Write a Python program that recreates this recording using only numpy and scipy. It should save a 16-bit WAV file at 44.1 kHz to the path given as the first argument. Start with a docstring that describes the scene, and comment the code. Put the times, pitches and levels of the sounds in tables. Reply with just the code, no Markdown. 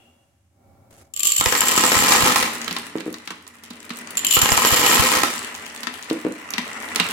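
"""A cup rubs over a hard board in a small room, over a low hum, a faint ringing and a fading hiss.
Glass marbles clink in the tipped cup (resonances), then thump and clatter on the board (random contacts
through board modes). They roll with a grainy whirr and drone, click together, and a few knock dully.
A second cup is tipped out the same way: clinks, thumps, clatter, whirr, clicks and dull knocks again."""
import sys
import numpy as np
from scipy import signal
from scipy.fft import rfft, irfft
from scipy.io import wavfile
from scipy.ndimage import uniform_filter1d

SR = 44100
rng = np.random.default_rng(int(sys.argv[2]) if len(sys.argv) > 2 else 0)


def bounce(signal):
    """Save signal as a 16-bit WAV file at the path given by the first command-line argument."""
    frames = np.transpose(np.atleast_2d(signal))
    limited = np.clip(frames, -1, 1)
    pcm = np.round(limited * 32767).astype(np.int16)
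    wavfile.write(sys.argv[1], SR, pcm)


N = 313992
TIME = np.arange(N) / SR  # s


def amp(db):
    """Amplitude from dB."""
    return 10 ** (np.asarray(db) / 20)


def unit(x):
    """Scale to RMS 1."""
    return x / np.sqrt(np.mean(x ** 2) + 1e-20)


def read(points, hz):
    """Interpolate (frequency [Hz], value) rows over log frequency."""
    f, value = np.transpose(points)
    return np.interp(np.log(hz + 1), np.log(f), value)


def level(rows, column):
    """Gain over time from one dB column of a curve, fading out beyond its ends."""
    rows = np.array(rows)
    outside_s = abs(TIME - np.clip(TIME, rows[0, 0], rows[-1, 0]))
    return amp(np.interp(TIME, rows[:, 0], rows[:, column])) * np.exp(-outside_s / 0.041)


def held(start_s, end_s, fall_db_per_s, rise_s=0.0036):
    """Envelope that rises at start, holds until end and then dies away."""
    rise = np.clip((TIME - start_s) / rise_s, 0, 1)
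    return rise * amp(-fall_db_per_s * np.maximum(TIME - end_s, 0))


def add(mix, s, sound):
    """Add a stereo sound to the mix at a time in seconds."""
    part = mix[:, max(round(s * SR), 0):][:, :sound.shape[1]]
    part += sound[:, :part.shape[1]]


def noise():
    """Stereo white noise."""
    return rng.standard_normal((2, N))


def colour(x, spectrum, modes=(), scale=1, size=16384):
    """Minimum-phase filter of energy 1: a smooth spectrum with resonances standing on it."""
    hz = np.fft.rfftfreq(size, 1 / SR)
    power = 1 + sum(amp(db) ** 2 / (1 + (2 * (hz - f * scale) / width) ** 2) for f, width, db in modes)
    log_gain = np.log(amp(read(spectrum, hz)) * np.sqrt(power))
    circle = np.concatenate([log_gain, log_gain[-2:0:-1]])
    # the Hilbert transform of the log gain is the phase
    taps = np.fft.ifft(np.exp(np.conj(signal.hilbert(circle)))).real[:size // 2]
    taps /= np.linalg.norm(taps)
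    return signal.oaconvolve(x, taps[None], axes=1)[:, :N]


def contact(t60, direct=.5, tint_db=3, spread_db=3.5, size=2600):
    """One contact: a pulse, then dense echoes off board and cups; its place sets delay and balance."""
    t = np.arange(size) / SR
    echoes = rng.standard_normal((2, size)) * amp(-60 * np.maximum(t - .0015, 0) / t60)
    echoes /= np.linalg.norm(echoes, axis=1, keepdims=True)
    place = rng.uniform(-1, 1)
    lag = round(7 * place)  # samples
    echoes[[0, 1], [8 - lag, 8 + lag]] += direct
    tint = np.column_stack([np.geomspace(500, 16000, 11), tint_db * rng.standard_normal(11)])
    padded = size + 256
    tint_gain = unit(amp(read(tint, np.fft.rfftfreq(padded, 1 / SR))))
    echoes = irfft(rfft(echoes, padded) * tint_gain)[:, :size]
    balance = amp(spread_db * place * np.array([[1], [-1]]))
    return echoes * balance / np.hypot(1, direct)


def blows(rows, t60, direct, tint_db=2):
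    """A contact for each row (time [s], level [dB])."""
    out = np.zeros((2, N))
    for s, db in rows:
        add(out, s, contact(t60, direct, tint_db) * amp(db))
    return out


def patter(per_s, scatter_db, t60, tint_db=3, direct=0.47, count=48):
    """Random contacts of unequal strength, levelled to a mean power near 1."""
    chance, strength, kind = rng.random(N), rng.standard_normal(N), rng.integers(0, count, N)
    train = (chance < per_s / SR) * amp(scatter_db * np.minimum(strength, 1.4))
    local_power = uniform_filter1d(train ** 2, size=5000)
    train /= np.sqrt(np.maximum(local_power, 1e-3 * np.mean(train ** 2)))
    shapes = [contact(t60, direct, tint_db) for _ in range(count)]
    out = np.zeros((2, N))
    for i in np.flatnonzero(train):
        add(out, i / SR, shapes[kind[i]] * train[i])
    return out


# decay of the room: (frequency [Hz], t60 [s])
ROOM_T60 = [(150, 0.49), (500, 0.31), (1400, 0.37), (4000, 0.51), (9000, 0.46), (16000, 0.068)]
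# treble absorbed by the walls: (frequency [Hz], level [dB])
ROOM_TINT = [(200, -0.5), (3000, 0), (8000, -6), (16000, 0.5)]


def room(x, wet_db):
    """Add a diffuse tail that builds up fast; each band dies at its own speed."""
    hz, t, z = signal.stft(rng.standard_normal((2, SR)), SR, nperseg=256)
    decay_db = -60 * t / read(ROOM_T60, hz)[:, None]
    z *= amp(read(ROOM_TINT, hz)[:, None] + decay_db) * (1 - np.exp(-t / 0.00059))
    tail = signal.istft(z, SR, nperseg=256)[1]
    tail /= np.linalg.norm(tail[0])
    return x + amp(wet_db) * signal.fftconvolve(x, tail, axes=1)[:, :N]


# pushes of the first cup: (start [s], end [s], relative rumble [dB], relative scrape [dB])
PUSHES = [(-.25, 0.072, -80, -60.5), (.5, 1, -49.5, -59.5)]
PUSH_RISE_S, PUSH_FALL_DB_PER_S = 0.19, 46
GRIP_S, GRIP_END_S, GRIP_DB = .9, 1.02, -55.5  # the cup's foot rasps as it tips
# source spectra: (frequency [Hz], density [dB/Hz])
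RUMBLE = [(20, -19), (50, -26), (85, 9), (140, -6.5), (300, -12), (1000, -70)]
SCRAPE = [(100, -12), (250, 2.5), (450, -7), (700, -3), (1200, -12), (2500, -27.5), (5000, -27)]
HISS = [(300, 0), (1500, 0), (3000, -6), (4500, -8.5), (7000, -3.5), (11000, -7), (16000, -19)]
# resonances of the sliding cup: (frequency [Hz], width [Hz], level over the bare scrape [dB])
SLIDE_MODES = [(243, 13, 8), (360, 35, 6.5), (559, 16, 14), (662, 9.8, 10), (787, 13, 13.5), (1360, 47, 7),
               (2250, 67, 14.5)]
# faint ringing at the outset: (frequency [Hz], width [Hz], level [dB])
RING_MODES = [(1900, 46, 20), (2720, 40, 32), (2810, 50, 43), (3340, 40, 38)]


def handling():
    """Noise and grains excite the rubbing cup, over room hum; ringing dies, hiss sinks to a floor."""
    rumble_gain, scrape_gain = np.zeros((2, N))
    for start_s, end_s, rumble_db, scrape_db in PUSHES:
        speed = held(start_s, end_s, PUSH_FALL_DB_PER_S, PUSH_RISE_S)
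        rumble_gain += speed ** 2 * amp(rumble_db)
        scrape_gain += speed * amp(scrape_db)
    grains = patter(per_s=1100, scatter_db=3, t60=0.01, tint_db=4)
    rasp = grains * held(GRIP_S, GRIP_END_S, fall_db_per_s=250) * amp(GRIP_DB)
    hum_gain = amp(-61.5)
    rumble = colour(noise(), RUMBLE) * (rumble_gain * amp(-7.0) + hum_gain)
    scrape = colour(noise() * scrape_gain * amp(4.0) + rasp * amp(-3), SCRAPE, SLIDE_MODES)
    hiss_gain = amp(-76.5) + amp(-68 - 60 * TIME / 2.1)
    hiss = colour(rasp + noise() * hiss_gain, HISS)
    ring = colour(noise(), HISS, RING_MODES) * amp(-57.5 - 60 * TIME / 0.94)
    return rumble + scrape + hiss + ring


# one row a cup: (slip starts [s], first landing [s], bulk slides [s], cup empty [s], last landing [s],
# relative tumbling [dB], relative clatter [dB], board drone against whirr [dB])
POURS = [(1.22, 1.44, 1.68, 2.144, 2.379, -26, -16, -4), (4.3, 4.355, 4.65, 4.94, 5.178, -23.5, -16, -10)]
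# clearest clinks inside a cup: (time [s], relative level [dB])
CLINKS = [(1.1375, -24), (1.1632, -19), (1.1736, -19), (1.1944, -15), (1.2042, -13.5), (1.232, -7),
          (1.2533, -8.5), (1.27, -6.5), (1.32, -6.5), (1.365, -8.5), (1.3805, -11), (1.3987, -11),
          (1.6065, -5.5), (1.6833, -6), (1.717, -8), (1.7623, -9), (4.171, -9), (4.1778, -13),
          (4.1918, -16.5), (4.2472, -7.5), (4.2673, -8), (4.3094, -6), (4.326, -6), (4.3365, -8),
          (4.345, -6.5), (4.3567, -8), (4.3895, -8), (4.4179, -6.5)]
# resonances of marbles in each cup: (frequency [Hz], width [Hz], level over the bare click [dB])
CUP_MODES = [
    [(1170, 24, 22.5), (2960, 380, 12), (4430, 100, 6.5), (7320, 140, 22.5), (7960, 120, 12.5),
     (12850, 170, 21.5), (14400, 120, 13), (15500, 100, 9)],
    [(1135, 67, 21), (2960, 220, 19), (4250, 180, 5.5), (7200, 57, 25), (7400, 280, 13), (12660, 210, 22.5),
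     (14600, 140, 6), (15100, 100, 6)],
]
# spectra of clinking glass and of a dull knock: (frequency [Hz], density [dB/Hz])
GLASS = [(100, -29), (500, -11), (1200, -15.5), (2500, -5.5), (5000, -1.5), (9000, 0), (12000, -8),
         (16000, -10)]
KNOCK = [(40, -42), (100, -16.5), (180, -9), (300, -7), (450, -3.5), (560, -8.5), (680, -11), (1000, -14),
         (2500, -21), (8000, -87)]
SLIP_S, SLIP_RISE_S = 0.05, .012  # the top layer slips first
LULL_DB, EMPTYING_DB_PER_S = -3.5, 61  # quieter until the bulk follows, then the cup runs empty
CUP_DETUNE = 0.005  # share by which the resonances shift between marbles of different sizes


def cups():
    """Marbles tumble in two surges and excite the tilted cup's resonances; hard clinks thud faintly."""
    out = np.zeros((2, N))
    for (slip_s, _, bulk_s, empty_s, _, tumble_db, _, _), modes in zip(POURS, CUP_MODES):
        top = held(slip_s, slip_s + SLIP_S, EMPTYING_DB_PER_S, SLIP_RISE_S)
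        lull = held(slip_s, empty_s, EMPTYING_DB_PER_S, SLIP_RISE_S) * amp(LULL_DB)
        bulk = held(bulk_s, empty_s, EMPTYING_DB_PER_S)
        motion = np.max([top, lull, bulk], axis=0)
        own = [row for row in CLINKS if slip_s - .5 < row[0] < empty_s]
        scales = (1, 1 + CUP_DETUNE, 1 - CUP_DETUNE)
        for place, scale in enumerate(scales):
            tumble = patter(per_s=65, scatter_db=2.5, t60=0.02, tint_db=3.5, count=16)
            clinks = blows(own[place::len(scales)], t60=.016, direct=.35, tint_db=1.3)
            strikes = tumble * motion * amp(tumble_db) + clinks * amp(18.0)
            out += colour(strikes, GLASS, modes, scale)
            out += colour(clinks, KNOCK) * amp(-11)
    return out


# the clatter builds until the cup is empty, wanes, and dies after the last landing
FIRST_DB, WANE_DB_PER_S, SETTLE_DB_PER_S = -11.5, 12, 97


def flow():
    """How strongly marbles are raining on the board."""
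    out = np.zeros(N)
    for _, first_s, _, empty_s, last_s, _, clatter_db, _ in POURS:
        still_in_cup = np.clip((empty_s - TIME) / (empty_s - first_s), 0, 1)
        swell_db = FIRST_DB * still_in_cup - WANE_DB_PER_S * np.maximum(TIME - empty_s, 0)
        out += held(first_s, last_s, SETTLE_DB_PER_S) * amp(clatter_db + swell_db)
    return out


# heavy blows that flex the whole board: (time [s], relative level [dB])
THUMPS = [(1.392, -9), (1.46, 0.5), (1.962, -0.5), (2.002, -6), (2.228, 0), (4.368, -3), (4.422, -0.5),
          (4.517, 2), (4.574, -6), (4.72, 1), (4.992, 6)]
# hard landings that stand out of the clatter: (time [s], relative level [dB])
LANDINGS = [(1.41, -7.5), (1.459, -5.5), (1.524, -8), (1.551, -11.5), (1.617, -10.5), (1.673, -16),
            (1.724, -15.5), (1.777, -7.5), (1.837, -7.5), (1.918, -9), (2.121, -6.5), (2.359, -7.5),
            (2.427, -10), (4.368, -7.5), (4.416, -7), (4.458, -11), (4.49, -10), (4.519, -7.5), (4.575, -7),
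            (4.62, -12.5), (4.649, -6.5), (4.706, -15), (4.743, -10), (5.234, -6)]
# spectrum of the flexing board: (frequency [Hz], density [dB/Hz])
THUMP = [(20, -29), (40, -14), (60, -3.5), (110, -1.5), (160, -1), (300, -48), (1000, -101)]
FLEX_DB = -8  # flex of an ordinary landing against its own strength


def thumps(sway_s=0.0028):
    """The board flexes under the landings: low pulses, heard left and then right."""
    flexes = list(THUMPS) + [(s, db + FLEX_DB) for s, db in LANDINGS]
    pushes = blows(flexes, t60=.022, direct=3, tint_db=0)
    lesser = patter(per_s=60, scatter_db=4, t60=.022, tint_db=1, direct=3)
    left, right = colour(pushes * amp(6.5) + lesser * flow() * amp(-23.5), THUMP)
    delayed_right = np.roll(right, round(sway_s * SR)) * amp(-2.5)
    return room(np.array([left, delayed_right]), wet_db=-20.0)


# spectra of a blow on the board and of glass ticking: (frequency [Hz], density [dB/Hz])
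BLOW = [(40, -23), (120, -12.5), (200, -1), (450, 0), (620, -4), (950, -0.5), (1500, -2.5), (2200, -0.5),
        (3600, -5.5), (6000, -4.5), (9000, -10), (12000, -11), (16000, -17)]
TICKING = [(1000, -11), (3000, 5), (5000, -0.5), (8500, 4), (12000, -4.5), (16000, -7.5)]
# modes of the board: (frequency [Hz], width [Hz], level over the bare blow [dB])
BOARD_MODES = [(175.6, 4.9, 8.5), (239.2, 18, 8), (297.7, 7.7, 7), (377, 27, -2), (504, 19, 4.5),
               (826, 15, 6), (1028, 130, 8), (1120, 8.8, -21), (1252, 10, 9), (1306, 59, 6), (1880, 110, 4),
               (2360, 60, 2)]


def clatter():
    """Marbles land and bounce, each contact tinted, exciting board modes; they strike each other brightly."""
    rain = flow()
    bounces = patter(per_s=320, scatter_db=4.5, t60=.011, tint_db=2.5)
    landings = blows(LANDINGS, t60=.014, direct=.3, tint_db=2)
    clacks = patter(per_s=140, scatter_db=6, t60=.007, tint_db=5)
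    board = colour(bounces * rain * amp(-0.5) + landings * amp(20), BLOW, BOARD_MODES)
    return board + colour(clacks, TICKING) * rain * amp(-9.5)


# rolling marbles, one curve after each pour: (time [s], relative whirr [dB], relative ticking [dB])
ROLLING = [
    [(2.45, -37.5, -40.5), (2.732, -40.5, -41), (2.898, -46, -50.5), (3.412, -55, -61.5),
     (3.69, -53.5, -54), (4.042, -43.5, -49), (4.232, -41, -44), (4.3, -40.5, -32)],
    [(5.3, -36.5, -36), (5.588, -41, -46), (6.064, -43.5, -46), (6.312, -44.5, -51), (6.516, -41.5, -58),
     (6.668, -39, -48), (6.932, -34.5, -46.5), (7.12, -32.5, -32.5)],
]
# spectra of rolling bumps and of the droning board: (frequency [Hz], density [dB/Hz])
WHIRR = [(200, -30.5), (400, -5), (620, -5.5), (1000, 0.5), (1400, -2.5), (1900, 1), (2700, -7),
         (4200, -19), (8000, -15.5), (12000, -24.5), (16000, -36)]
DRONE = [(50, -36), (90, 0), (140, -11.5), (230, 6), (400, -1), (700, -11.5), (1500, -90)]


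def rolling():
    """Tiny bumps under rolling marbles whirr and keep the board droning; neighbours tick in passing."""
    whirr_gain, drone_gain, tick_gain = np.zeros((3, N))
    for curve, (*_, drone_db) in zip(ROLLING, POURS):
        roll = level(curve, column=1)
        whirr_gain += roll
        drone_gain += roll * amp(drone_db)
        tick_gain += level(curve, column=2)
    bumps = patter(per_s=600, scatter_db=5, t60=.012, tint_db=4)
    whirr = colour(bumps, WHIRR) * whirr_gain * amp(0.6)
    drone = colour(noise(), DRONE, BOARD_MODES) * drone_gain * amp(3.0)
    touches = patter(per_s=80, scatter_db=7, t60=.007, tint_db=4)
    ticks = colour(touches, TICKING) * tick_gain * amp(2.5)
    return room(whirr + drone, wet_db=-4.0) + room(ticks, wet_db=-3.5)


# rolling marbles colliding: (time [s], relative level [dB], centre of the click [Hz])
CLICKS = [(2.6792, -19, 3500), (2.7099, -18.5, 3250), (2.7651, -18.5, 2770), (2.9827, -31.5, 3230),
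          (3.0055, -28.5, 2830), (3.127, -32, 9200), (3.1413, -26, 3550), (3.275, -23, 3130),
          (3.3053, -24.5, 2480), (3.467, -39, 2500), (3.477, -33.5, 10400), (3.636, -33.5, 9000),
          (3.706, -29, 3060), (3.8938, -31, 4440), (3.904, -26, 2400), (3.9702, -29.5, 10500),
          (3.9878, -29, 12000), (4.106, -26, 7700), (5.832, -19, 4070), (5.87, -20, 2820),
          (6.0997, -22, 3290), (6.5052, -22.5, 7360), (6.5368, -18.5, 3530), (6.581, -15.5, 2840),
          (6.959, -9.5, 4350), (6.999, -10, 2760)]
# spectrum of the board after a sideways collision: (frequency [Hz], density [dB/Hz])
JOLT = [(60, -52), (200, 6.5), (600, -7), (1000, -3), (1800, -1), (4000, -4), (8000, -13), (16000, -43)]
JOLT_DB, JOLT_DB_PER_OCTAVE, JOLT_HZ = 20, -8.5, 3030  # duller clicks pass more to the board


def collisions(size=4096, sharpness=1.47, top_hz=11000):
    """Glass meets glass: a short click in a broad band of its own, and a jolt of the board."""
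    hz = np.fft.rfftfreq(size, 1 / SR) + 1
    glass, jolts = np.zeros((2, N)), np.zeros((2, N))
    for s, db, centre_hz in CLICKS:
        band = 1 / (1 + 1j * sharpness * (hz / centre_hz - centre_hz / hz))
        band /= 1 + 1j * hz / top_hz
        band /= np.sqrt(np.mean(abs(band) ** 2))
        touch = contact(t60=.012, direct=.2)
        add(glass, s, irfft(rfft(touch, size) * band) * amp(db + 18))
        board_db = JOLT_DB + JOLT_DB_PER_OCTAVE * np.log2(centre_hz / JOLT_HZ)
        add(jolts, s, contact(t60=0.063, direct=0.1) * amp(db + board_db))
    return glass + colour(jolts, JOLT, BOARD_MODES)


# dull knocks: (time [s], relative level [dB], rebound against the knock [dB])
KNOCKS = [(2.955, 1, -12), (3.063, -5.5, 0), (6.111, 3.5, -12), (6.250, 1, 0.5)]
# modes of a dull knock: (frequency [Hz], width [Hz], level [dB])
HOLLOW_MODES = [(233, 40, 14), (304, 48, 15.5), (481, 84, 8.5)]
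REBOUND_S = .016


def knocks():
    """Stray marbles knock dully on low, hollow modes and rebound."""
    hits = []
    for s, db, rebound_db in KNOCKS:
        hits += [(s, db), (s + REBOUND_S, db + rebound_db)]
    taps = blows(hits, t60=.07, direct=1.8, tint_db=1)
    return room(colour(taps, KNOCK, HOLLOW_MODES) * amp(5), wet_db=-3.5)


# stereo width: (frequency [Hz], side gain [dB])
WIDTH = [(40, -4), (80, -9), (150, -39.5), (350, -8.5), (600, -5), (1100, -2), (2500, 0), (16000, 0)]


def close_pair(x):
    """Two close microphones: the side signal is cut by frequency, most around 150 Hz."""
    mid, side = (x[0] + x[1]) / 2, (x[0] - x[1]) / 2
    side = irfft(rfft(side) * amp(read(WIDTH, np.fft.rfftfreq(N, 1 / SR))), N)
    return np.array([mid + side, mid - side])


def scene():
    """All sources in the same small room; the thumps bypass the microphone pair."""
    in_air = handling() + room(cups(), wet_db=-6.5) + room(clatter(), wet_db=-5.5)
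    in_air += rolling() + room(collisions(), wet_db=-8.5) + knocks()
    return close_pair(in_air) + thumps()


EDGE_HZ = 16100


def record(dry):
    """Round off the peaks, then limit the band."""
    lowpass = signal.firwin(401, EDGE_HZ, window=("kaiser", 8), fs=SR)
    return signal.oaconvolve(np.tanh(dry), lowpass[None], "same")


dry = scene()
out = record(dry)
bounce(out)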